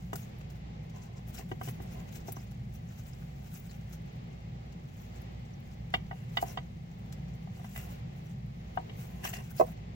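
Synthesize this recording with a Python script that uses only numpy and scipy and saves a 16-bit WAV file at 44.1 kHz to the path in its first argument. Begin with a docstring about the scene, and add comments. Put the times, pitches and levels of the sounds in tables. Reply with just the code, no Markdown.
"""In a glass tank, a hamster shuffles through dry husks, close to a phone with two microphone ports.
Its paws crunch the bedding: each crunch is a burst of many tiny snaps. What it drags knocks and
rubs on the plastic wheel and bumps its hollow stand, so they ring. The glass adds a short echo.
Behind it all, two motors hum and beat against each other over a low rumble in the room."""
import sys
import numpy as np
from scipy import signal
from scipy.fft import rfft, irfft, next_fast_len
from scipy.io import wavfile
from scipy.ndimage import uniform_filter1d

SR = 44100
rng = np.random.default_rng(int(sys.argv[2]) if len(sys.argv) > 2 else 0)


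def master_out(mix):
    """Clip the mix to full scale and print it as 16-bit PCM to the path in sys.argv[1]."""
    frames = np.transpose(np.atleast_2d(mix))
    ceiling = np.clip(frames, -1, 1)
    pcm = np.round(ceiling * 32767).astype(np.int16)
    wavfile.write(sys.argv[1], SR, pcm)


N = 438782
TIME = np.arange(N) / SR
TOP_HZ = 15830  # the highest pitch the phone lets through

# Paw steps. The length is measured 6 dB below the top; "mid" means 4-8 kHz, "treble" is above that.
# t/s of the top, treble level/dB, length/ms, mid against treble/dB
PAW_STEPS = [(.133, -45.5, 6, 0), (.158, -36, 6, -7), (.191, -53.5, 45, -5), (.241, -68, 36, 4),
             (.388, -65, 13, -18), (.412, -69.5, 18, 2), (.503, -59.5, 10, 1), (.525, -71, 30, -3),
             (.557, -70, 18, -1), (.84, -73, 28, -5), (.898, -65, 10, 4), (.969, -66, 29, 1.5),
             (1.039, -67.5, 41, 5), (1.174, -71, 19, 10), (1.287, -53, 20, -8.5), (1.347, -48.5, 19, -6),
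             (1.386, -51, 32, -2), (1.493, -63, 20, -4), (1.514, -63, 20, -1), (1.617, -58.5, 17, -4.5),
             (1.634, -52, 7, -7), (1.659, -49, 31, -4.5), (1.689, -45.5, 20, -5), (1.747, -66.5, 29, -1),
             (1.826, -55.5, 20, -7), (1.858, -62, 2, -15), (1.925, -61.5, 48, 1.5),
             (2.003, -62.5, 26, -0.5), (2.083, -65, 39, -3), (2.126, -57, 14, -5), (2.159, -49.5, 23, -2),
             (2.265, -64, 21, -11), (2.288, -54.5, 26, 0), (2.322, -37, 6, -16), (2.366, -57.5, 16, -1),
             (2.413, -63, 46, -2), (2.514, -68.5, 15, 3.5), (2.754, -62, 27, -2), (2.922, -66.5, 60, 1.5),
             (2.995, -60.5, 31, 1.5), (3.081, -62.5, 40, -0.5), (3.216, -68.5, 82, 0),
             (3.46, -64.5, 48, -6), (3.515, -61, 6, -1), (3.56, -54, 51, -5), (3.668, -63, 38, -4),
             (3.713, -62.5, 7, 8.5), (3.746, -63, 33, -5), (3.9, -67, 27, -8), (3.934, -53.5, 19, -1.5),
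             (4.723, -68, 7, 7), (4.951, -79, 32, 0), (5.02, -68, 150, 0), (5.164, -66, 31, 2),
             (5.219, -71, 38, -3), (5.677, -71, 41, -2), (5.738, -71, 17, 2), (5.942, -57, 18, 2),
             (6.183, -77, 80, 5), (6.296, -67, 15, 0), (6.34, -62, 27, -5), (6.374, -54, 22, 1),
             (6.417, -46, 18, -4.5), (6.45, -64, 18, -7), (6.485, -53, 47, -3.5), (6.518, -58, 21, 1),
             (6.54, -67, 11, -3), (6.572, -67, 12, 7), (7.126, -53, 9, 0.5), (7.57, -68, 65, 2.5),
             (7.656, -62, 56, 0), (7.727, -59.5, 50, -2), (7.764, -49, 17, -9), (7.79, -53.5, 50, -3.5),
             (7.84, -57, 37, -7), (7.919, -59, 63, -4.5), (8.18, -71, 94, -3), (8.265, -70, 32, -2),
             (8.312, -70, 44, -1), (8.99, -61, 24, -3), (9.015, -55.5, 55, -5), (9.058, -59.5, 26, -10),
             (9.11, -63, 60, -6), (9.251, -41, 16, -6), (9.267, -45, 27, -1.5), (9.297, -46.5, 28, -3),
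             (9.343, -51, 18, 3.5), (9.368, -52, 6, 3), (9.449, -63, 57, 0.5), (9.507, -50.5, 16, -10),
             (9.569, -48, 16, -10), (9.598, -45, 35, -6.5), (9.681, -57, 40, -8), (9.718, -63, 18, -9)]
# How hard the body stirs the bedding: t/s, treble level/dB
STIRRING = [(0, -70), (.3, -78), (.72, -87), (1.5, -75.5), (2.24, -75), (2.6, -77), (3.7, -71.5),
            (4.1, -81), (6.2, -77), (6.4, -75), (6.7, -78.5), (7.48, -78), (7.81, -73), (8, -84),
            (8.84, -75), (9.2, -70), (9.73, -82), (9.95, -88)]

def crushing():
    """Body and paws press on the husks; gives the power over time in the treble, mid and low bands."""
    stir_db = np.interp(TIME, *np.transpose(STIRRING))
    flutter_db = 0.38 * walk(35)
    power = undb([stir_db + flutter_db + band_db for band_db in (0, -2, -12)]) ** 2
    for at, db, length_ms, mid_db in [*PAW_STEPS, *faint_steps(stir_db)]:
        span = slice(max(int((at - .3) * SR), 0), min(int((at + .4) * SR), N))
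        from_top = 1000 * (TIME[span] - at) / max(length_ms, 4)  # in crunch lengths
        rise = 0.48 * np.clip(length_ms / 25, .3, 1)  # short crunches start more suddenly
        distance = np.where(from_top < 0, -from_top / rise, from_top / (1 - rise))
        swell = 4. ** -(distance ** 1.06)
        low_db = -55.5 + 0.68 * (db + 54) + .5 * mid_db  # the lows grow more slowly than the treble
        power[:, span] += swell * undb([db, db + mid_db, low_db])[:, None] ** 2
    return power


def faint_steps(stir_db, per_second=14):
    """Light steps at random times, a little louder than the stirring; same columns as PAW_STEPS."""
    wait, force, length, tone = rng.random((N // 1000, 4)).T
    at = np.cumsum(-np.log(1 - wait)) / per_second
    db = np.interp(at, TIME, stir_db) + 1 + 4.5 * force
    steps = np.stack([at, db, 11.6 * (.5 + length), -2 + 21 * (tone - .5)], axis=1)
    return steps[at < TIME[-1]]


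# The tone of snapping husks: f/Hz, level/dB
HUSK_TONE = [(450, -9), (740, 8.5), (1000, -5), (1500, 5.5), (2020, -3.5), (2400, 4), (2800, 2.5),
             (3400, -2.5), (4300, -6), (5300, -3), (5900, 0.5), (6500, -0.5), (7400, -1), (9200, -11),
             (11300, -4), (13000, -2.5), (15000, 1), (17000, 5.5)]

def husk_snaps(shared=0.14, lag_samples=8, band_hz=731):
    """Thousands of tiny snaps. Chips of each size ring in their own band and give way on their own."""
    left, own = rng.standard_normal((2, N))
    right = np.sqrt(shared) * np.roll(left, lag_samples) + np.sqrt(1 - shared) * own
    snaps = np.array([left, right]) * clusters(size=8, spread_db=2.0)
    size = next_fast_len(N)
    spectrum = rfft(colour(snaps, HUSK_TONE), size)
    band_number = np.fft.rfftfreq(size, 1 / SR) / band_hz
    out = np.zeros((2, N))
    for k in range(int(TOP_HZ / band_hz) + 2):
        band = np.clip(1 - abs(band_number - k), 0, 1)
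        out += clusters(size=500, spread_db=2.53) * irfft(spectrum * band, size)[:, :N]
    return out


# Three filters that pick out the treble, mid and low bands, each: f/Hz, level/dB
CRUNCH_BANDS = [
    [(7000, -40), (8000, -3), (8300, 0)],
    [(3400, -40), (4000, -3), (4300, 0), (7700, 0), (8000, -3), (9000, -40)],
    [(3700, 0), (4000, -3), (4700, -40)],
]
# Where the hamster is: t/s, left minus right/dB
HAMSTER_PATH = [(0, 4.5), (7.2, 4.5), (7.9, 2.5), (9, 1), (9.3, 5), (9.6, 2.5), (9.95, 1)]

def bedding():
    """The husks crackle as hard as they are crushed, band by band, and the sound follows the hamster."""
    powers = crushing()
    snaps = husk_snaps()
    crackle = sum(np.sqrt(power) * clusters(size=250, spread_db=spread) * level(colour(snaps, band), 0)
                  for power, band, spread in zip(powers, CRUNCH_BANDS, (1.84, 1.5, 1)))
    return crackle * sides(np.interp(TIME, *np.transpose(HAMSTER_PATH)))


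# Knocks on the wheel. Boom lifts or cuts the tones under 750 Hz; slope tilts the ones above.
# t/s, rough peak level/dB, boom/dB, slope/dB per octave, favoured f/Hz, left minus right/dB
WHEEL_KNOCKS = [(.129, -30, -0.5, -7.5, 1320, 3), (.151, -43, -12, -14, 900, 4),
                (1.378, -53, -10, -3, 2940, 8), (1.392, -44, 1.5, -12, 1300, 3),
                (1.514, -35, 7, -5.5, 1670, 5), (1.611, -33.5, -4, -9, 1450, 3),
                (1.674, -47, 10, -4, 750, 9), (1.684, -40, 2, -6.5, 2000, -2),
                (1.8, -42.5, 6.5, -10, 2000, 3), (2.282, -38, 2.5, -12, 750, -0.5),
                (2.366, -40, -2, -11, 1210, 0), (5.938, -20.5, -10, -4, 3020, 0),
                (5.944, -33, -5, -0.5, 2810, 0), (5.965, -43, -14, -7, 2900, 1.5),
                (6.11, -30, -15, -10.5, 2040, 1), (6.127, -46, -18, -9, 750, 9),
                (6.37, -22, -15.5, -3.5, 3430, -2), (6.382, -33.5, -15, -4, 2000, 0.5),
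                (6.425, -24.5, -7, -20, 830, 0), (6.435, -40, -9, -14, 750, -2),
                (6.572, -25.5, -14, -7.5, 3840, -3), (6.584, -38.5, -15, -3.5, 780, -2),
                (7.472, -46.5, -9, -13, 750, -4), (7.595, -49, 0, -7, 800, -2),
                (7.643, -40, -17, -8.5, 1700, 2), (7.759, -44, -9, -2, 1500, 3),
                (7.775, -47, -7, -5, 1800, -3), (8.772, -22.5, -19, -13, 1400, 4.5),
                (8.791, -39, -7, -17, 780, -3), (8.894, -50, 10, -0.5, 2500, 2),
                (9.236, -51, 0, -2, 1350, 0), (9.249, -32.5, -8, -4, 1400, 3),
                (9.332, -41.5, -11, -4, 2800, 5)]
# The tones the wheel rings with. Ring time is how long a tone, left free, takes to fade by 60 dB.
# f/Hz, level/dB, ring time/s, left minus right/dB, phase lead of the left/rad
WHEEL_TONES = [(105, -6, 0.18, -2, -6), (259, -7, 0.17, -9, 4.2), (347, -2.5, 0.067, 2, .5),
               (387.4, 0, 0.082, -1.5, 0.47), (476, -5.5, 0.13, -3.5, 2.3), (647, -21, 0.15, 10, -4),
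               (700, -1, 0.039, 15, 2), (725, 2, 0.057, -3, 2), (770, 1.5, 0.084, -1, 1.7),
               (959, -1.5, 0.076, 6, 4), (1070, 4, 0.036, -5, -2.), (1213, 2, 0.041, -14, -3),
               (1550, 7.5, 0.031, 7, 2), (1982, 5, 0.039, -19, -2.), (2238, -0.5, 0.084, 5, 4),
               (2894, 11, 0.049, 3, -2.5), (3230, 5, 0.045, -0.5, -2.5), (3230, -4, 0.08, 3, -3.1),
               (3640, 2, 0.043, -12, -1), (4550, 1, 0.043, -1, 4), (4700, -16, 0.046, 2, 17),
               (4910, -5, 0.037, 10, 0), (5700, -16, 0.019, -6, 12)]
# Bumps on the hollow stand: same columns as WHEEL_KNOCKS
STAND_BUMPS = [(9.597, -17.5, 6.9, 1, 600, -5.5), (9.608, -13.5, 4.6, 1, 640, -1),
               (9.621, -26.5, 4.5, 1, 614, -5.5)]
# The tones the stand rings with: same columns as WHEEL_TONES
STAND_TONES = [(340, -8, 0.05, -14, 0.5), (501.5, -9, 0.14, 8, 1.5), (540, -9, 0.078, 6.5, 3),
               (598, 3, 0.039, -8, 0.5), (627, 4.5, 0.076, -7, -2.5), (730, -2, 0.052, -15.5, -3),
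               (970, -1, 0.07, 11, -2.5), (1090, -7.5, 0.065, -5.5, 4.5), (1267, -12, 0.06, 2, 1.1),
               (1600, -17, 0.039, -13, 4.5), (2070, -18, 0.041, -8, -5), (2600, -21, 0.062, 0, 1.5)]

def knocks(blows, tones, ring_share, count=40):
    """Struck plastic rings. Each blow lands somewhere new, so it wakes a different mix of tones."""
    out = np.zeros((2, N + SR))
    age = np.arange(SR // 6) / SR
    contact_s, boom_hz, knee_hz = 0.0016, 400, 750
    onset = 1 - (1 + age / contact_s) * np.exp(-age / contact_s)
    main = np.transpose(tones)
    chances = rng.standard_normal((len(blows), 4, len(tones) + count, 1))
    small_pitches = 300 * 20 ** rng.random((len(blows), count))
    for blow, chance, small_hz in zip(blows, chances, small_pitches):
        at, peak_db, boom_db, slope_db, favoured_hz, pan_db = blow
        spot, detune, lean, phase = chance
        # a crowd of weak, short tones joins the main ones
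        small_db = np.interp(small_hz, main[0], main[1]) - 11
        small = [small_hz, small_db, np.full(count, .035), 5 * lean[:count, 0], np.pi * phase[:count, 0]]
        hz, db, ring_s, tone_pan_db, lead = np.hstack([main, small])[:, :, None]
        bass_db = np.interp(np.log(hz), np.log([boom_hz, knee_hz]), [boom_db, 0])
        tilt_db = slope_db * np.log2(np.maximum(hz / knee_hz, 1))
        favour_db = 6 * np.exp(-.5 * (np.log2(hz / favoured_hz) / 0.31) ** 2)
        tone_db = peak_db - 4 + db + bass_db + tilt_db + favour_db + 1.8 * spot
        fade_rate = np.log(1000) / (ring_s * ring_share)
        ringing = np.exp((2j * np.pi * hz * (1 + 0.019 * detune) - fade_rate) * age)
        start = int(at * SR)
        for channel, side in enumerate((.5, -.5)):
            weight = undb(tone_db + side * (tone_pan_db + pan_db)) * np.exp(1j * side * lead)
            out[channel, start:start + len(age)] += onset * np.imag(weight[:, 0] @ ringing)
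    return out[:, :N]


# Fur and the dragged piece rub the wheel: t/s, length/ms, low ring level/dB, high against low/dB
WHEEL_RUBS = [(.94, 60, -54, -18), (1.078, 120, -60, -18), (1.39, 25, -56, -4), (1.83, 40, -60, -16),
              (1.95, 77, -54.5, -14), (6.12, 120, -73, 8), (6.46, 63, -55.5, -7), (7.52, 240, -65.5, -2.5),
              (7.758, 39, -59, 6), (7.81, 100, -61, -2), (9.102, 160, -60.5, -7), (9.237, 38, -51, 7.5),
              (9.29, 18, -58, -2), (9.332, 34, -52, 6.5), (9.385, 24, -49.5, -5)]
# The low and the high ring of the rubbed wheel, each: f/Hz, level/dB
LOW_RING = [(300, -27), (400, 3.5), (520, -15), (740, 4), (900, -16), (1050, -0.5), (1300, -44)]
HIGH_RING = [(1300, -31), (1550, -7.5), (1750, -4), (1980, -1), (2350, -13), (2800, 1), (3150, -17),
             (3500, -14), (3900, -21.5)]

def rubbing(catch_db_per_s=2000, release_db_per_s=600):
    """Sticking and slipping shakes the wheel. 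A rub catches suddenly and lets go more slowly."""
    out = np.zeros((2, N))
    slips = rng.standard_normal((2, N)) * clusters(size=150, spread_db=2.5)
    low, high = level(colour(slips, LOW_RING), 0), level(colour(slips, HIGH_RING), 0)
    for start, length_ms, db, high_db in WHEEL_RUBS:
        before_db = catch_db_per_s * np.maximum(start - TIME, 0)
        after_db = release_db_per_s * np.maximum(TIME - start - length_ms / 1000, 0)
        out += undb(db - before_db - after_db) * (low + undb(high_db) * high)
    return out


def tank(x, ring_s=0.21, echo_db=-20.5):
    """The glass walls throw the sound back as a short, blurred echo."""
    age = np.arange(SR // 3) / SR
    tail = rng.standard_normal((2, len(age))) * 1000. ** (-age / ring_s) * (age > .003)
    tail /= np.sqrt(np.sum(tail ** 2, axis=1, keepdims=True))
    return x + undb(echo_db) * signal.fftconvolve(x, tail, axes=1)[:, :N]


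# The tones of the two motors: f/Hz, level/dB, left minus right/dB, t/s of one wave crest
MOTOR_TONES = [(57.89, -53, -1.5, -.011), (59.4, -57, -1, -.012), (90, -63, -2, .003), (120, -60, 1, 0),
               (231.5, -62, 6, 0)]

def motors(waver_db=.8):
    """Shafts and mains power hum, wavering slowly. The two closest tones beat: they swell and fade."""
    out = np.zeros((2, N))
    for hz, db, pan_db, crest in MOTOR_TONES:
        strength = np.sqrt(2) * undb(db + waver_db * walk(0.67))
        out += strength * np.cos(2 * np.pi * hz * (TIME - crest)) * sides(pan_db)[:, None]
    return out


# The tone of the room's rumble: f/Hz, level/dB
RUMBLE_TONE = [(20, -21), (35, -3.5), (48, -7.5), (66, 4), (78, 0.5), (88, 0), (108, 9.5), (125, 9),
               (145, 8), (154, 6.5), (170, 9), (190, 2.5), (200, 2.5), (222, -5.5), (260, -14), (320, -57)]
# How the rumble rises and falls: t/s, level/dB
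RUMBLE_LEVELS = [(0, -43.5), (1.1, -44.5), (1.7, -41.5), (3, -44), (5.5, -45), (6, -42.5), (9.95, -43)]
# Faint hiss, alike and opposite in the two channels, with a gap near 8-10 kHz, each: f/Hz, level/dB
HISS_ALIKE = [(150, -17), (236, -4), (268, -8), (328, -7.5), (529, -10.5), (671, -14.5), (791, -10),
              (916, -21.5), (1450, -26), (1950, -18.5), (2090, -16.5), (2300, -21), (4600, -28.5),
              (7200, -37), (8200, -44), (9800, -79), (12000, -70), (16000, -69)]
HISS_OPPOSITE = [(150, -40), (236, 2), (259, -15), (340, -0.5), (401, -12.5), (465, -6.5), (722, -5.5),
                 (1040, -11.5), (1500, -19.5), (2050, -15.5), (2510, -17), (4600, -25.5), (7200, -32),
                 (8200, -51), (9800, -44), (12000, -45), (16000, -47)]
# How differently the two ports hear the room: f/Hz, left minus right/dB
PORT_BALANCE = [(60, -3), (110, -1), (200, 1.5), (380, -5.5), (700, 1.5), (1290, -4), (2380, 3.5),
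                (4400, 0.5), (7000, 5), (9000, 5), (15000, -7)]

def room():
    """A low rumble that both ports hear nearly alike, and a faint hiss that differs left and right."""
    noise = rng.standard_normal((4, N))
    opposite = np.array([[1], [-1]])
    rumble = level(colour(noise[0], RUMBLE_TONE), 0)
    rumble = rumble + opposite * level(colour(noise[1], RUMBLE_TONE), -21)
    rumble *= undb(np.interp(TIME, *np.transpose(RUMBLE_LEVELS)))
    hiss = level(colour(noise[2], HISS_ALIKE), -59)
    hiss = hiss + opposite * level(colour(noise[3], HISS_OPPOSITE), -57.5)
    hiss *= undb(1.2 * walk(6.4))
    return np.array([colour(channel, [(hz, side * db) for hz, db in PORT_BALANCE])
                     for channel, side in zip(rumble + hiss, (.5, -.5))])


def undb(db):
    """Turn decibels into a number to multiply by."""
    return 10 ** (np.asarray(db) / 20)


def level(x, db):
    """Scale a sound to an average (rms) level."""
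    return x * undb(db) / np.sqrt(np.mean(x ** 2))


def colour(x, points):
    """Shape the tone of a sound with a curve through (f/Hz, level/dB) points."""
    size = next_fast_len(N)
    hz, db = np.transpose(points)
    log_hz = np.log(np.maximum(np.fft.rfftfreq(size, 1 / SR), 1))
    gain = undb(np.interp(log_hz, np.log(hz), db))
    return irfft(rfft(x, size) * gain, size)[..., :N]


def walk(rate):
    """A smooth random wobble, about 1 in size, with `rate` new values a second."""
    hold = int(SR / rate)
    steps = np.repeat(rng.standard_normal(N // hold + 1), hold)
    return 1.3 * uniform_filter1d(uniform_filter1d(steps, hold), hold)[:N]


def clusters(size, spread_db):
    """Uneven strength in clumps of `size` samples: most are small, a few stand out."""
    strengths = np.repeat(undb(spread_db * rng.exponential(size=N // size + 1)), size)[:N]
    return level(uniform_filter1d(strengths, size), 0)


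def sides(pan_db):
    """Left and right gains for a level difference between the two."""
    return undb(np.array([pan_db, -pan_db]) / 2)


def scene():
    """The hamster's sounds echo in the tank, over the room and the motors."""
    wheel = knocks(WHEEL_KNOCKS, WHEEL_TONES, ring_share=0.82)
    stand = knocks(STAND_BUMPS, STAND_TONES, ring_share=0.67)
    return tank(bedding() + rubbing() + wheel + stand) + room() + motors()


def record(dry):
    """The phone cuts off the highest treble."""
    return signal.sosfilt(signal.ellip(10, .2, 60, TOP_HZ, fs=SR, output="sos"), dry)


dry = scene()
out = record(dry)
master_out(out)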